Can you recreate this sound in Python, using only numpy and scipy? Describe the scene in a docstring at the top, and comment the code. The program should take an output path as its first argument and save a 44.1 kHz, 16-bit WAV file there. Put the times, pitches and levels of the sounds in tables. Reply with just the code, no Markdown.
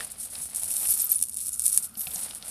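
"""A bright rattle of beads, close by: necklaces and bracelets are dragged from a pile, lifted, and
lowered onto cloth. The rattle is thousands of tiny touches between beads, each ringing for an instant.
Single beads click, bangles clack and small metal parts ping. Underneath, the strands scrape over the
pile and the cloth, and the padded surface thumps softly, in a quiet room with a low hum."""
import sys
import numpy as np
from scipy import signal
from scipy.fft import rfft, irfft, next_fast_len
from scipy.io import wavfile

SR = 44100
rng = np.random.default_rng(int(sys.argv[2]) if len(sys.argv) > 2 else 0)


def persist_wave(psi):
    """Save psi, clipped to +-1, as 16-bit WAV."""
    counts = np.round(np.clip(psi, -1, 1) * 32767).astype(np.int16)
    wavfile.write(sys.argv[1], SR, np.atleast_2d(counts).T)


N = 110250  # 2.5 seconds


def undb(db):
    """Turn decibels (dB) into a number to multiply a sound by."""
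    return 10 ** (np.asarray(db) / 20)


def curve(table, t):
    """Read a table at times t, joining its rows with straight lines."""
    return np.interp(t, *np.array(table).T)


def unit(x):
    """Scale a sound so that its average level (rms) is 1."""
    return x / np.sqrt(np.mean(x ** 2))


def colour(x, tone):
    """Make some pitches louder and others softer, following a table of Hz and dB."""
    size = next_fast_len(N + N // 4) * 2
    hz, db = np.array(tone).T
    freqs = np.maximum(np.fft.rfftfreq(size, 1 / SR), 1)
    gain = undb(np.interp(np.log(freqs), np.log(hz), db))
    # shape the filter so that it never rings before a hit
    cepstrum = irfft(np.log(gain))
    cepstrum[1:size // 2] *= 2
    cepstrum[size // 2 + 1:] = 0
    return irfft(rfft(x, size) * np.exp(rfft(cepstrum)))[:N]


def rings(times, sizes, hz, t60, samples):
    """Each touch starts a tone that dies away; t60 is the seconds it takes to fade by 60 dB."""
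    age = np.arange(samples) / SR
    times, sizes, hz, t60 = (v[:, None] for v in np.broadcast_arrays(times, sizes, hz, t60))
    waves = sizes * np.cos(2 * np.pi * hz * age) * np.exp(-np.log(1000) * age / t60)
    waves[:, 0] *= .5
    positions = np.maximum(times * SR, 0).astype(int) + np.arange(samples)
    return np.bincount(positions.ravel(), waves.ravel(), N)[:N]


def contacts(per_s, scatter_db=5.5, count=26000):
    """Random touches: each gets a time, a size, a random number around 0 and another from 0 to 1."""
    even, normal = rng.random((count, 2)), rng.standard_normal((count, 2))
    n = int(min(per_s * N / SR, count))
    times = even[:n, 0] * N / SR
    sizes = undb(scatter_db * np.minimum(normal[:n, 0], 2))
    return times, sizes, normal[:n, 1], even[:n, 1]


def flurries(times, slips_per_s=55, fade_db=8.5, count=400):
    """Strands catch and slip: touches are strongest just after a slip and fade until the next."""
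    slips = np.cumsum(rng.gamma(2, .5, count)) / slips_per_s
    progress = np.interp(times, slips, np.arange(count)) % 1
    return undb(-fade_db * progress)


# The room's hum. Each row: pitch in Hz, average level in dB.
HUM_TONES = [(76, -74.5), (227, -70.5)]
# A faint whir that fades and returns. Each row: time in seconds, level in dB.
WHIR_LEVEL = [(.4, -70.5), (1.1, -60.5), (1.25, -84), (1.55, -66.5), (1.75, -63.5)]
# The tone of the room's noise. Each row: frequency in Hz, relative level in dB.
ROOM_NOISE_TONE = [(20, -37), (38, -10.5), (76, 8.5), (100, -6.5), (230, -3), (320, -14.5), (700, -16.5),
                   (1800, -23.5), (14000, -25.5)]
def background(t, whir_hz=1356, whir_width_hz=240, noise_db=-57):
    """The quiet room: a low hum, a mid-pitched whir and a steady, deep noise."""
    hum = sum(np.sqrt(2) * undb(db) * np.sin(2 * np.pi * (hz * t + rng.random())) for hz, db in HUM_TONES)
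    edges_hz = [whir_hz - whir_width_hz / 2, whir_hz + whir_width_hz / 2]
    band = signal.butter(2, edges_hz, "band", fs=SR, output="sos")
    whir = unit(signal.sosfilt(band, rng.standard_normal(N))) * undb(curve(WHIR_LEVEL, t))
    noise = unit(colour(rng.standard_normal(N), ROOM_NOISE_TONE)) * undb(noise_db)
    return noise + hum + whir


def reflections(x, t):
    """Add quick echoes from nearby things and a weaker, longer tail to a sound."""
    echoes = 0
    for t60, db in (0.031, -6), (0.065, -19.5):
        tail = rng.standard_normal(N) * np.exp(-np.log(1000) * t / t60)
        echoes = echoes + undb(db) * tail / np.linalg.norm(tail)
    return x + signal.fftconvolve(x, echoes)[:N]


# Soft bumps of handling. Each row: start in seconds, thud level in dB, thud pitch in Hz, ring level in dB.
SURFACE_BUMPS = [(1.772, -46.5, 205.5, -70), (1.971, -42.5, 218, -52), (2.07, -44.5, 164, -42.5),
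                 (2.158, -43.5, 179, -43.5)]
def thumps(t, thud_t60=0.13, ring_hz=744, ring_t60=0.086):
    """The cloth-covered surface gives a dull, low thud, and the pile on it a short hollow ring."""
    out = 0
    for start, thud_db, thud_hz, ring_db in SURFACE_BUMPS:
        age = np.maximum(t - start, 0)
        for hz, db, t60 in (thud_hz, thud_db, thud_t60), (ring_hz, ring_db, ring_t60):
            out = out + undb(db) * np.sin(2 * np.pi * hz * age) * np.exp(-np.log(1000) * age / t60)
    return out


# How loud the strands scrape. Each row: time in seconds, level in dB.
SCRAPE_LEVEL = [(0, -46), (.15, -56), (.3, -57.5), (.365, -49), (.46, -58), (.6, -52), (.78, -52),
                (.85, -44), (.9, -52.5), (1.15, -58.5), (1.28, -93), (1.58, -74), (1.68, -61.5),
                (1.83, -58.5), (1.92, -66.5), (2.08, -51.5), (2.25, -47.5), (2.4, -56), (2.5, -49)]
# The scrape's dull tone. 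Each row: frequency in Hz, relative level in dB.
DULL_TONE = [(60, -7.5), (160, 3), (370, -5), (750, 2.5), (1100, -5), (2500, -4), (5000, -2.5),
             (9000, -29.5)]
def scrape(t):
    """Strands catch and slip on the pile and the cloth, making dull ticks that blur together."""
    times, sizes, push, _ = contacts(per_s=3000, scatter_db=6)
    kicks = sizes * np.sign(push) * flurries(times)
    ticks = np.bincount((times * SR).astype(int), kicks, N)
    return unit(colour(ticks, DULL_TONE)) * undb(curve(SCRAPE_LEVEL, t))


# Taps on metal. Each row: start in seconds, level in dB, pitch in Hz, seconds to fade by 60 dB.
METAL_TAPS = [(.907, -5, 11700, 0.0036), (1.0185, -17, 12050, 0.034), (1.043, -17, 12400, 0.026),
              (1.049, -22, 12980, 0.058), (1.1176, -7, 12440, 0.021), (1.157, -17.5, 9845, 0.059),
              (1.53, -23.5, 11130, 0.045), (1.533, -24.5, 7030, 0.029)]
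def pings():
    """Small metal parts ring on after a touch."""
    times, db, hz, t60 = np.array(METAL_TAPS).T
    return rings(times, undb(db), hz, t60, samples=4000)


# Knocks in the pile. Each row: start in seconds, level of the first touch in dB, typical pitch in Hz.
BANGLE_KNOCKS = [(.0066, -16.5, 1600), (0.3541, -24.5, 3280), (0.7664, -34, 4205), (0.8546, -26, 3630),
                 (0.927, -30, 4380), (1.128, -34, 3900), (1.777, -30.5, 2280), (1.954, -33.5, 3060),
                 (2.0146, -34.5, 3960), (2.07, -21.5, 2550), (2.116, -31.5, 3800), (2.1584, -19, 5370),
                 (2.3091, -26.5, 4720), (2.4255, -24, 4860)]
def clacks(touches=6, gap_s=0.000606, drop_db=4.5, pitch_spread=0.26):
    """Larger pieces such as bangles chatter: a few very quick touches, each weaker than the last."""
    out, touch = 0, np.arange(touches)
    for start, db, hz in BANGLE_KNOCKS:
        times = start + gap_s * (touch + rng.random(touches) / 2)
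        pitches = hz * np.exp(pitch_spread * rng.standard_normal(touches))
        out = out + rings(times, undb(db - drop_db * touch), pitches, t60=0.0031, samples=300)
    return out


# Hard hits between beads. Each row: start in seconds, relative level in dB.
BEAD_HITS = [(0.0482, -20), (.119, -23), (0.5485, -15.5), (.5601, -15), (.6343, -12.5), (0.7669, -10),
             (1.094, -17), (1.123, -15), (1.128, -13), (1.2133, -15), (1.225, -12.5), (1.2267, -5),
             (1.2382, -14), (1.296, -19), (1.344, -19.5), (1.3663, -24), (1.3708, -14.5), (1.4834, -16),
             (1.492, -15.5), (1.5956, -9.5), (1.6034, -17), (1.6207, -15), (1.6574, -8), (1.6646, -6),
             (1.68, -10), (1.7294, -11), (1.7756, -3.5), (1.7762, -6), (2.3496, -21.5)]
def clicks(hz=9730, pitch_spread=0.02, boost_db=2.5):
    """Single beads strike hard, each at a slightly different pitch, with the tone of the rattle below."""
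    times, db = np.array(BEAD_HITS).T
    pitches = hz * np.exp(pitch_spread * rng.standard_normal(len(times)))
    hits = rings(times, undb(db + boost_db), pitches, t60=0.0022, samples=160)
    return colour(hits, BRIGHT_TONE)


def tinkles(t60=0.029, hz=12600, pitch_spread=0.057, boost_db=3.5):
    """Metal links ring among the small beads, following the level and small-bead share of the rattle."""
    times, sizes, detune, _ = contacts(per_s=70)
    sizes = sizes * undb(curve(RATTLE_LEVEL, times) + boost_db)
    sizes = sizes * np.sqrt(np.clip(curve(SMALL_BEAD_SHARE, times), 0, 1))
    return rings(times, sizes, hz * np.exp(pitch_spread * detune), t60, samples=1500)


# How loud the moving strands rattle. Each row: time in seconds, level in dB.
RATTLE_LEVEL = [(0, -43), (.05, -37.5), (.09, -51), (.12, -40.5), (.16, -56), (.197, -40.5), (.204, -33.5),
                (.24, -35), (.29, -48), (.335, -38), (.38, -41.5), (.425, -33.5), (.48, -41.5),
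                (.535, -43.5), (.57, -29.5), (.615, -37.5), (.645, -31), (.67, -36), (.72, -29),
                (.78, -33.5), (.83, -26), (.9, -29), (.922, -21), (.955, -30.5), (1.015, -27.5),
                (1.075, -37.5), (1.135, -27.5), (1.2, -36), (1.23, -36), (1.275, -42.5), (1.34, -39.5),
                (1.4, -34.5), (1.48, -33.5), (1.515, -42), (1.54, -33), (1.575, -41), (1.635, -34),
                (1.658, -24), (1.71, -32.5), (1.73, -27.5), (1.775, -29), (1.815, -40), (1.835, -31.5),
                (1.92, -58), (1.965, -50.5), (1.976, -37.5), (2.015, -31), (2.07, -40.5), (2.16, -35),
                (2.24, -34.5), (2.33, -46), (2.355, -38), (2.405, -52.5), (2.5, -35.5)]
# Beads touch often when dragged, less when dangling. Each row: time in seconds, touches per second.
TOUCH_RATE = [(.95, 7400), (1.15, 1170), (1.33, 1000), (1.43, 2600), (1.6, 1200), (1.72, 9100)]
# How much of the rattle comes from small, higher beads. 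Each row: time in seconds, share from 0 to 1.
SMALL_BEAD_SHARE = [(.65, 0), (.85, 0.16), (1.08, 0.17), (1.2, 0), (1.9, .1), (2.0, 0.65), (2.22, 0)]
# The beads' bright tone. Each row: frequency in Hz, boost or cut in dB.
BRIGHT_TONE = [(300, -3), (2500, -1), (4500, 0), (7000, 2.5), (9700, 2.5), (11200, 1.5), (13000, 6),
               (14500, -17.5)]
SMALL_HZ, MEDIUM_HZ, LARGE_HZ = 11230, 9705, 6030
SMALL_SPREAD, MEDIUM_SPREAD, LARGE_SPREAD = 0.057, 0.02, 0.25  # pitch scatter: 0.02 is about 2 percent
def rattle(t, max_per_s=10000, large_share=.2, large_db=-11):
    """Beads of three sizes knock together along the moving strands; the large ones sound duller."""
    times, sizes, detune, pick = contacts(max_per_s)
    chance = np.clip(curve(TOUCH_RATE, times) / max_per_s, 1e-3, 1)
    heard = rng.random(len(times)) < chance
    small = pick < curve(SMALL_BEAD_SHARE, times)
    large = pick > 1 - large_share
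    hz = MEDIUM_HZ * np.exp(MEDIUM_SPREAD * detune)
    hz = np.where(small, SMALL_HZ * np.exp(SMALL_SPREAD * detune), hz)
    hz = np.where(large, LARGE_HZ * np.exp(LARGE_SPREAD * detune), hz)
    sizes = sizes * undb(large_db * large) * flurries(times)
    sizes = sizes / np.sqrt(chance)  # the fewer the touches, the more each stands out
    beads = rings(times[heard], sizes[heard], hz[heard], t60=0.0019, samples=100)
    return unit(colour(beads, BRIGHT_TONE)) * undb(curve(RATTLE_LEVEL, t))


def scene():
    """Beads and metal with their echoes, over the dull cloth sounds and the quiet room."""
    t = np.arange(N) / SR
    jewellery = reflections(rattle(t) + tinkles() + clicks() + clacks() + pings(), t)
    return (jewellery + scrape(t) + thumps(t) + background(t))[None]


def record(dry):
    """Cut away the very highest treble, above 14650 Hz."""
    return signal.sosfilt(signal.ellip(8, .2, 70, 14650, fs=SR, output="sos"), dry)


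dry = scene()
out = record(dry)
persist_wave(out)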